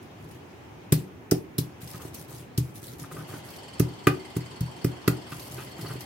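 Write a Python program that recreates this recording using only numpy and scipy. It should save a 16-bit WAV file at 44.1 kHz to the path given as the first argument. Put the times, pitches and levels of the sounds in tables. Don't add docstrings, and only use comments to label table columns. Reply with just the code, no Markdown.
import sys
import numpy as np
from scipy import signal
from scipy.fft import rfft, irfft
from scipy.io import wavfile
from scipy.ndimage import uniform_filter1d

SR = 44100
rng = np.random.default_rng(int(sys.argv[2]) if len(sys.argv) > 2 else 0)


def gain_from_db(level_db):
    decades = np.asarray(level_db, float) / 20
    return 10 ** decades


def to_wav(s):
    ch = np.atleast_2d(s).T
    pcm = np.round(np.clip(ch, -1, 1) * 32767)
    wavfile.write(sys.argv[1], SR, pcm.astype(np.int16))


N = 266804


def evened(x):
    return x / np.sqrt(np.mean(x ** 2) + 1e-20)


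def read(points, hz):
    f, value = np.transpose(points)
    return np.interp(np.log(hz + 1), np.log(f + 1), value)


def curve(rows):
    s, db = np.transpose(rows)
    return uniform_filter1d(gain_from_db(np.interp(np.arange(N) / SR, s, db, -150, -150)), 200)


def add(mix, s, sound):
    part = mix[..., round(s * SR):][..., :sound.shape[-1]]
    part += sound[..., :part.shape[-1]]


def ring(modes, detune=0, length=0.54):
    t = np.arange(round(length * SR)) / SR
    return sum(gain_from_db(db - 60 * t / t60) * np.sin(2 * np.pi * hz * (1 + detune) * t)
               for hz, db, t60 in modes)


def noise(colour, patchy_db, likeness, size=512):
    frames, hz = 2 * N // size + 5, np.fft.rfftfreq(size, 1 / SR)
    a, b, c, d, patches = rng.standard_normal((frames, len(hz), 5)).T
    patches = evened(uniform_filter1d(uniform_filter1d(patches, 10, 0), 5, 1))
    same = np.clip(read(likeness, hz), -1, 1)[:, None]
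    left = a + 1j * b
    right = same * left + np.sqrt(1 - same ** 2) * (c + 1j * d)
    z = np.array([left, right]) * gain_from_db(read(colour, hz)[:, None] + patchy_db * patches)
    return evened(signal.istft(z, window="cosine", nperseg=size, noverlap=size // 2)[1][:, :N])


def push(ms):
    hump = np.hanning(max(round(ms * SR / 1000), 3) + 2)
    return hump / hump.sum()


def gestures(rows, attack_s, release_s, sag_db):
    level = np.zeros(N)
    for s, length, db in rows:
        t = np.arange(0, length + 8 * release_s, 1 / SR)
        held = np.minimum(t / attack_s, 1) * gain_from_db(db + sag_db * np.minimum(t / length, 1))
        add(level, s, held * np.exp(-np.maximum(t - length, 0) / release_s))
    return level


def tilted(x, db, rad=0):
    half = gain_from_db(db / 2) * np.exp(.5j * rad)
    return irfft(rfft(x) * np.array([half, 1 / half]), N)


# (frequency [Hz], density [dB per Hz])
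HUM_COLOUR = [(29, -55), (50, 0), (99, 5), (220, -2), (366, 1), (609, -13), (739, -9), (1140, -15),
              (2490, -19), (4500, -40), (6850, -34), (7200, -43), (12500, -36.5), (16500, -37)]
# (frequency [Hz], density [dB per Hz])
TRAFFIC_COLOUR = [(290, -15), (500, 3.5), (795, 4.5), (946, 5), (1340, -6.5), (2070, -6.5), (3060, -4),
                  (3810, -10), (4470, -11), (6230, -13.5), (8210, -21), (16000, -30)]
# (time [s], level [dB])
TRAFFIC_LEVEL = [
    (0.0, -55),
    (0.85, -55.5),
    (1.4, -62),
    (1.95, -52.5),
    (2.85, -60),
    (3.3, -48.5),
    (6.05, -48),
]
# (frequency [Hz], left-right likeness [0..1])
DIFFUSE = [(100, 0.97), (250, 0.71), (500, 0.33), (1000, 0.011)]


def street():
    hum = gain_from_db(-46) * noise(HUM_COLOUR, 0.84, DIFFUSE, size=2048)
    return hum + curve(TRAFFIC_LEVEL) * noise(TRAFFIC_COLOUR, 1.66, DIFFUSE)


# (frequency [Hz], bandwidth [Hz], level [dB])
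COVERS = [(2080, 110, -2), (3130, 220, 0), (4480, 140, 0), (5000, 250, -5), (7600, 350, -6),
          (8500, 450, -7), (10100, 500, -12)]
# (time [s], firings [per s])
FIRING_RATE = [
    (3.145, 20.43),
    (3.6, 20.36),
    (4.15, 18.86),
    (4.6, 19.65),
    (6.05, 20.39),
]
# (time [s], level [dB])
ENGINE_LEVEL = [
    (3.1, -68),
    (3.65, -56),
    (4.0, -62),
    (4.3, -57),
    (5.0, -60.5),
    (6.05, -56),
]


def engine():
    buzz_db, rasp_db = -14, 1
    s, rate = np.transpose(FIRING_RATE)
    clock = np.arange(s[0], s[-1], 1 / SR)
    fired = np.cumsum(np.interp(clock, s, rate)) / SR
    times = np.interp(np.arange(int(fired[-1]) + 1), fired, clock)
    chance = rng.standard_normal((len(times), len(COVERS), 5))
    rasp, shake = np.zeros((2, N)), rng.standard_normal((2, N))
    t = np.arange(1300) / SR
    pulse = t / .004 * np.exp(1 - t / .004)
    for k, (hz, width, db) in enumerate(COVERS):
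        gate = np.full(N, gain_from_db(db + buzz_db))
        for at, (late, loud, off, *phase) in zip(times, chance[:, k]):
            tone = np.sin(2 * np.pi * ((hz + .6 * width * off) * t + np.c_[phase]))
            start = at - .003 + .0012 * late
            burst = gain_from_db(db + 2.5 * loud) * pulse
            add(rasp, start, burst * tone)
            add(gate, start - .001, gain_from_db(rasp_db) * burst)
        cover = np.exp(-np.pi * width * t) * np.sin(2 * np.pi * hz * t)
        cover /= np.linalg.norm(cover)
        rasp += signal.oaconvolve(gate * shake, cover[None], axes=1)[:, :N]
    return evened(rasp + 0.089 * rasp[::-1]) * curve(ENGINE_LEVEL)


# (frequency [Hz], decay time T60 [s])
ROOM = [(100, 0.58), (500, 0.35), (1000, 0.2), (2000, 0.21), (6000, 0.16), (16000, 0.05)]


def kitchen(x):
    taps = np.zeros((2, SR // 2))
    at = np.arange(200, SR // 2 - 20, 20)
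    at = at + rng.integers(0, 20, (2, (SR // 2 - 201) // 20))
    np.put_along_axis(taps, at, rng.choice([-1., 1.], at.shape), 1)
    hz, t, z = signal.stft(taps, SR, nperseg=256)
    absorbed = read([(150, -20.0), (600, 4)], hz)[:, None]
    z *= gain_from_db(-60 * t / read(ROOM, hz)[:, None] + absorbed)
    tail = signal.istft(z, SR, nperseg=256)[1]
    return signal.fftconvolve(x[None], tail / np.linalg.norm(tail[0]), axes=1)[:, :N]


# (frequency [Hz], left minus right [dB], left lead [rad])
LEAN = [(120, 0, 0), (165, 2, -.15), (330, -4.5, -.45), (520, -6, -1), (820, -1, 2.2), (1200, 2, -.3),
        (2000, 1.5, -.4)]


def ports(x):
    hz, rows = np.fft.rfftfreq(N, 1 / SR), np.array(LEAN)
    return tilted(x, read(rows[:, :2], hz), read(rows[:, ::2], hz))


# (frequency [Hz], left-right likeness [0..1])
APART = [(300, 1), (1000, 0.06)]


def spatter(colour, size=512):
    return noise(colour, 2.6, APART, size)


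# (frequency [Hz], level [dB], T60 [s])
COUNTER_LOW = [(82.8, -19, 0.35), (126.9, -5.5, 0.27)]
# (frequency [Hz], level [dB], T60 [s])
COUNTER_HIGH = [(158.2, 3, 0.2), (193.8, -18.5, 0.62)]


def counter(low_db, high_db, low_detune=0, high_detune=0):
    return gain_from_db(low_db) * ring(COUNTER_LOW, low_detune) + gain_from_db(high_db) * ring(COUNTER_HIGH, high_detune)


# (frequency [Hz], level [dB], T60 [s])
BOWL = [(288.2, -11.5, 0.15), (352.6, 0.5, 0.027), (419.4, -15.5, 0.073), (562, -9, 0.05),
        (306.4, -24, 0.41), (370, -29, 0.51), (251, -31, 0.68)]


def bowl(detune=0):
    return ring(BOWL, detune)


# (frequency [Hz], level [dB], T60 [s])
STONE = [(810, -11, .04), (1270, 0, .018), (1400, -8, .02), (1680, -9, .02), (1525, -3, .022),
         (1890, -5, .022), (2060, -8, .022), (2430, -6, .02), (2600, -6, .02), (2950, -13, .015),
         (3300, -15, .015)]


def clack(detune):
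    above = signal.butter(N=2, Wn=1050, btype="high", fs=SR, output="sos")
    return signal.sosfilt(above, ring(STONE, detune, .08))


# (start [s], length [s], paste hiss [dB], drag [dB])
STROKES = [(0.01, 0.026, -61, -67), (0.19, 0.056, -62.5, -47), (0.277, 0.095, -62, -51),
           (1.802, 0.039, -45.5, -57), (1.877, 0.094, -47, -52), (2.0, 0.072, -47.5, -49),
           (2.13, .09, -46.5, -46.5), (2.279, 0.14, -49.5, -45.5), (2.628, 0.083, -56, -53),
           (2.74, 0.042, -47.5, -57), (2.817, 0.12, -47, -46.5), (2.98, 0.055, -45.5, -41.5),
           (3.103, 0.11, -49, -38.5), (3.269, 0.11, -48, -44.5), (3.437, 0.13, -52.5, -54),
           (5.273, 0.043, -53, -48), (5.31, 0.19, -49, -49.5), (5.506, .14, -47.5, -44.5),
           (5.665, 0.094, -64, -50), (5.774, 0.17, -49, -38), (5.985, .05, -50, -54)]
# (frequency [Hz], density [dB per Hz])
HISS = [(1180, -28), (2000, -7), (2410, -15), (3430, -8.5), (6250, -7), (7720, -9), (12100, -4),
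        (15600, -12.5), (16100, 2), (16500, -37)]


def fizz():
    pops = gain_from_db(2.8 * np.minimum(rng.exponential(1, N // 60 + 1), 4)).repeat(60)[:N]
    popping = evened(spatter(HISS) * uniform_filter1d(pops, 40))
    return popping * gestures(np.array(STROKES)[:, :3], attack_s=0.019, release_s=0.027, sag_db=-2.5)


def drag():
    linger_s = 0.045
    body = counter(0, -9.0) + gain_from_db(-5.5) * bowl()
    pressure = gestures(np.delete(STROKES, obj=2, axis=1), linger_s, linger_s, 0)
    return evened(signal.oaconvolve(rng.standard_normal(N), body)[:N]) * pressure


# (start [s], length [s], through paste [dB], bare stone [dB])
SCRAPES = [(1.938, 0.028, -50.5, -61), (1.995, 0.044, -53, -68), (2.309, 0.024, -55.5, -69),
           (3.035, 0.014, -45.5, -62), (3.111, 0.011, -45, -56), (3.163, 0.052, -47, -57),
           (3.284, 0.03, -48.5, -60), (3.326, 0.022, -45.5, -60), (3.354, .015, -50, -58),
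           (3.47, 0.022, -55, -62), (5.317, 0.016, -44, -40), (5.58, .05, -49.5, -45),
           (5.786, .012, -59, -50), (5.845, 0.022, -43.5, -54), (5.889, 0.035, -43, -50)]


def grating():
    edge_s, cushion_ms = 0.0026, 0.43
    scrapes = np.array(SCRAPES)
    grit = rng.standard_normal(N) * gain_from_db(2.0 * rng.exponential(1, N))
    grit *= rng.random(N) < 4000 / SR
    grit[(SR * (scrapes[:, 0] + .004)).astype(int)] = 4
    bare = clack(0)
    cushioned = np.convolve(bare, push(cushion_ms))
    contacts = (cushioned, scrapes[:, :3]), (bare, np.delete(scrapes, obj=2, axis=1))
    return sum(evened(signal.oaconvolve(grit, stone)[:N]) * gestures(catches, edge_s, edge_s, 0)
               for stone, catches in contacts)


# (frequency [Hz], density [dB per Hz])
SPRAY_COLOUR = [(350, -71), (600, -26), (948, -13.5), (1900, -12), (2800, -12), (5220, -7), (7590, -10.5),
                (12200, -5.5), (15800, -11), (16500, -39)]
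# (time [s], level [dB], dull slap of thick paste [dB])
SQUIRTS = [(0.028, -52, -9), (0.243, -51, -9), (0.287, -53, -9), (0.3117, -45, 0), (0.9226, -10.5, 0),
           (1.3119, -15, 0), (1.5828, -17.5, -1), (1.816, -39, 7), (1.8746, -35.5, -6), (2.144, -32.5, -7),
           (2.283, -49, -5), (2.577, -19.5, -6), (2.756, -40, -7), (3.503, -38, -6), (3.563, -38, -6),
           (3.7964, -20, 1.5), (4.07, -17.5, 8), (4.366, -29, 2), (4.6074, -31.5, -1), (4.8442, -24.5, -6),
           (5.0778, -17, 5), (5.3956, -34, -5), (5.455, -45, -6), (5.5363, -49, -5), (5.812, -33.5, -3),
           (6.0072, -31, -5)]


def splats():
    rise_ms, squirt_t60, trickle_db, trickle_t60 = 1.15, 0.043, -16, 0.24
    level, t = np.zeros((2, 1, N)), np.arange(SR // 4) / SR
    decay = gain_from_db(-60 * t / squirt_t60) + gain_from_db(trickle_db - 60 * t / trickle_t60)
    burst = (1 - np.exp(-1000 * t / rise_ms)) ** 2 * decay
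    for s, db, slap_db in SQUIRTS:
        gains = gain_from_db([db - 4, db - 3.5 + slap_db])[:, None, None]
        add(level, s - .0015, gains * burst)
    spray = spatter(SPRAY_COLOUR, size=256)
    slap = signal.sosfiltfilt(signal.butter(N=2, Wn=2600, fs=SR, output="sos"), spray)
    return level[0] * (spray - slap) + level[1] * slap


def strike(s, high_db, low_db, bowl_db, stone_db):
    u = rng.uniform(-1, 1, 8)
    ms = np.clip(3.47 + 0.32 * (low_db - bowl_db), 2, 6)
    boom = counter(low_db + 3.0, high_db + 1.5, 0.02 * u[0], 0.069 * u[1])
    knock = gain_from_db(bowl_db + 3) * np.convolve(bowl(0.043 * u[2]), push(0.63 * ms))
    parts = [(s - .0015, -np.convolve(boom, push(ms))),
             (s + 0.00079, gain_from_db(-4.5) * knock),
             (s + 0.00332, knock)]
    for k, chance in enumerate(u[3:]):
        tap = np.convolve(clack(.015 * chance), push(.2 + .09 * k))
        tap_db = stone_db - 3.0 - 2.0 * k + 5.8 * chance
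        parts.append((s + 0.000947 + .0015 * (k + .6 * chance), -gain_from_db(tap_db) * tap))
    return parts


# (time [s], counter thud [dB], bowl knock [dB])
BUMPS = [(0.309, -40, -68), (1.828, -30.5, -58), (1.943, -29.5, -57), (2.049, -36, -33.5),
         (2.827, -49, -40), (3.336, -42, -39), (5.319, -34, -34.5), (5.582, -44, -38), (5.787, -35, -37.5),
         (5.843, -53, -34.5), (5.953, -37.5, -34)]


def bumps():
    solid = np.zeros(N)
    for s, thud_db, bowl_db in BUMPS:
        for at, sound in strike(s, thud_db - 6, thud_db, bowl_db, stone_db=-55):
            add(solid, at, sound)
    return solid


# (time [s], upper counter [dB], lower counter [dB], bowl knock [dB], stone clack [dB])
BLOWS = [
    (0.9225, -14, -15, -14, -34.5),
    (1.318, -22, -20, -12, -32.5),
    (1.584, -23, -18, -19.5, -58),
    (2.579, -20.5, -10.5, -17, -70),
    (3.799, -17.5, -11.5, -12, -30),
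    (4.07, -21, -15, -9.5, -9),
    (4.364, -25.5, -19, -20.5, -40),
    (4.608, -21, -14.5, -29, -60),
    (4.845, -22, -15, -15, -33.5),
    (5.077, -20.5, -14, -12, -19.5),
]


def pestle():
    solid = np.zeros(N)
    for blow in BLOWS:
        for at, sound in strike(*blow):
            add(solid, at, sound)
    return solid


def scene():
    near = pestle() + bumps() + grating() + drag()
    wet = splats() + fizz()
    ticks = engine()
    echoes = kitchen(gain_from_db(-9.5) * near + gain_from_db(-13.5) * wet[0] + gain_from_db(-3) * ticks[0])
    return ports(near) + wet + echoes + street() + ticks


# (frequency [Hz], left minus right [dB])
PORT_COLOUR = [(3000, 0), (5500, 3), (6500, 1.5), (8500, 8.5), (10500, -4), (12500, -1), (15500, 4.5)]


def microphones(x):
    coloured = tilted(x, read(PORT_COLOUR, np.fft.rfftfreq(N, 1 / SR)))
    no_bass = signal.butter(N=3, Wn=85, btype="high", fs=SR, output="sos")
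    heard = signal.sosfilt(no_bass, coloured)
    edge = signal.firwin(301, 15950, window=("kaiser", 7), fs=SR)
    return signal.oaconvolve(1.1 * np.tanh(heard / 1.1), edge[None], "same")


def band_limit(x):
    return signal.sosfilt(signal.butter(12, 16970, fs=SR, output="sos"), x)


def record(dry):
    mix = microphones(dry)
    return band_limit(mix)


dry = scene()
out = record(dry)
to_wav(out)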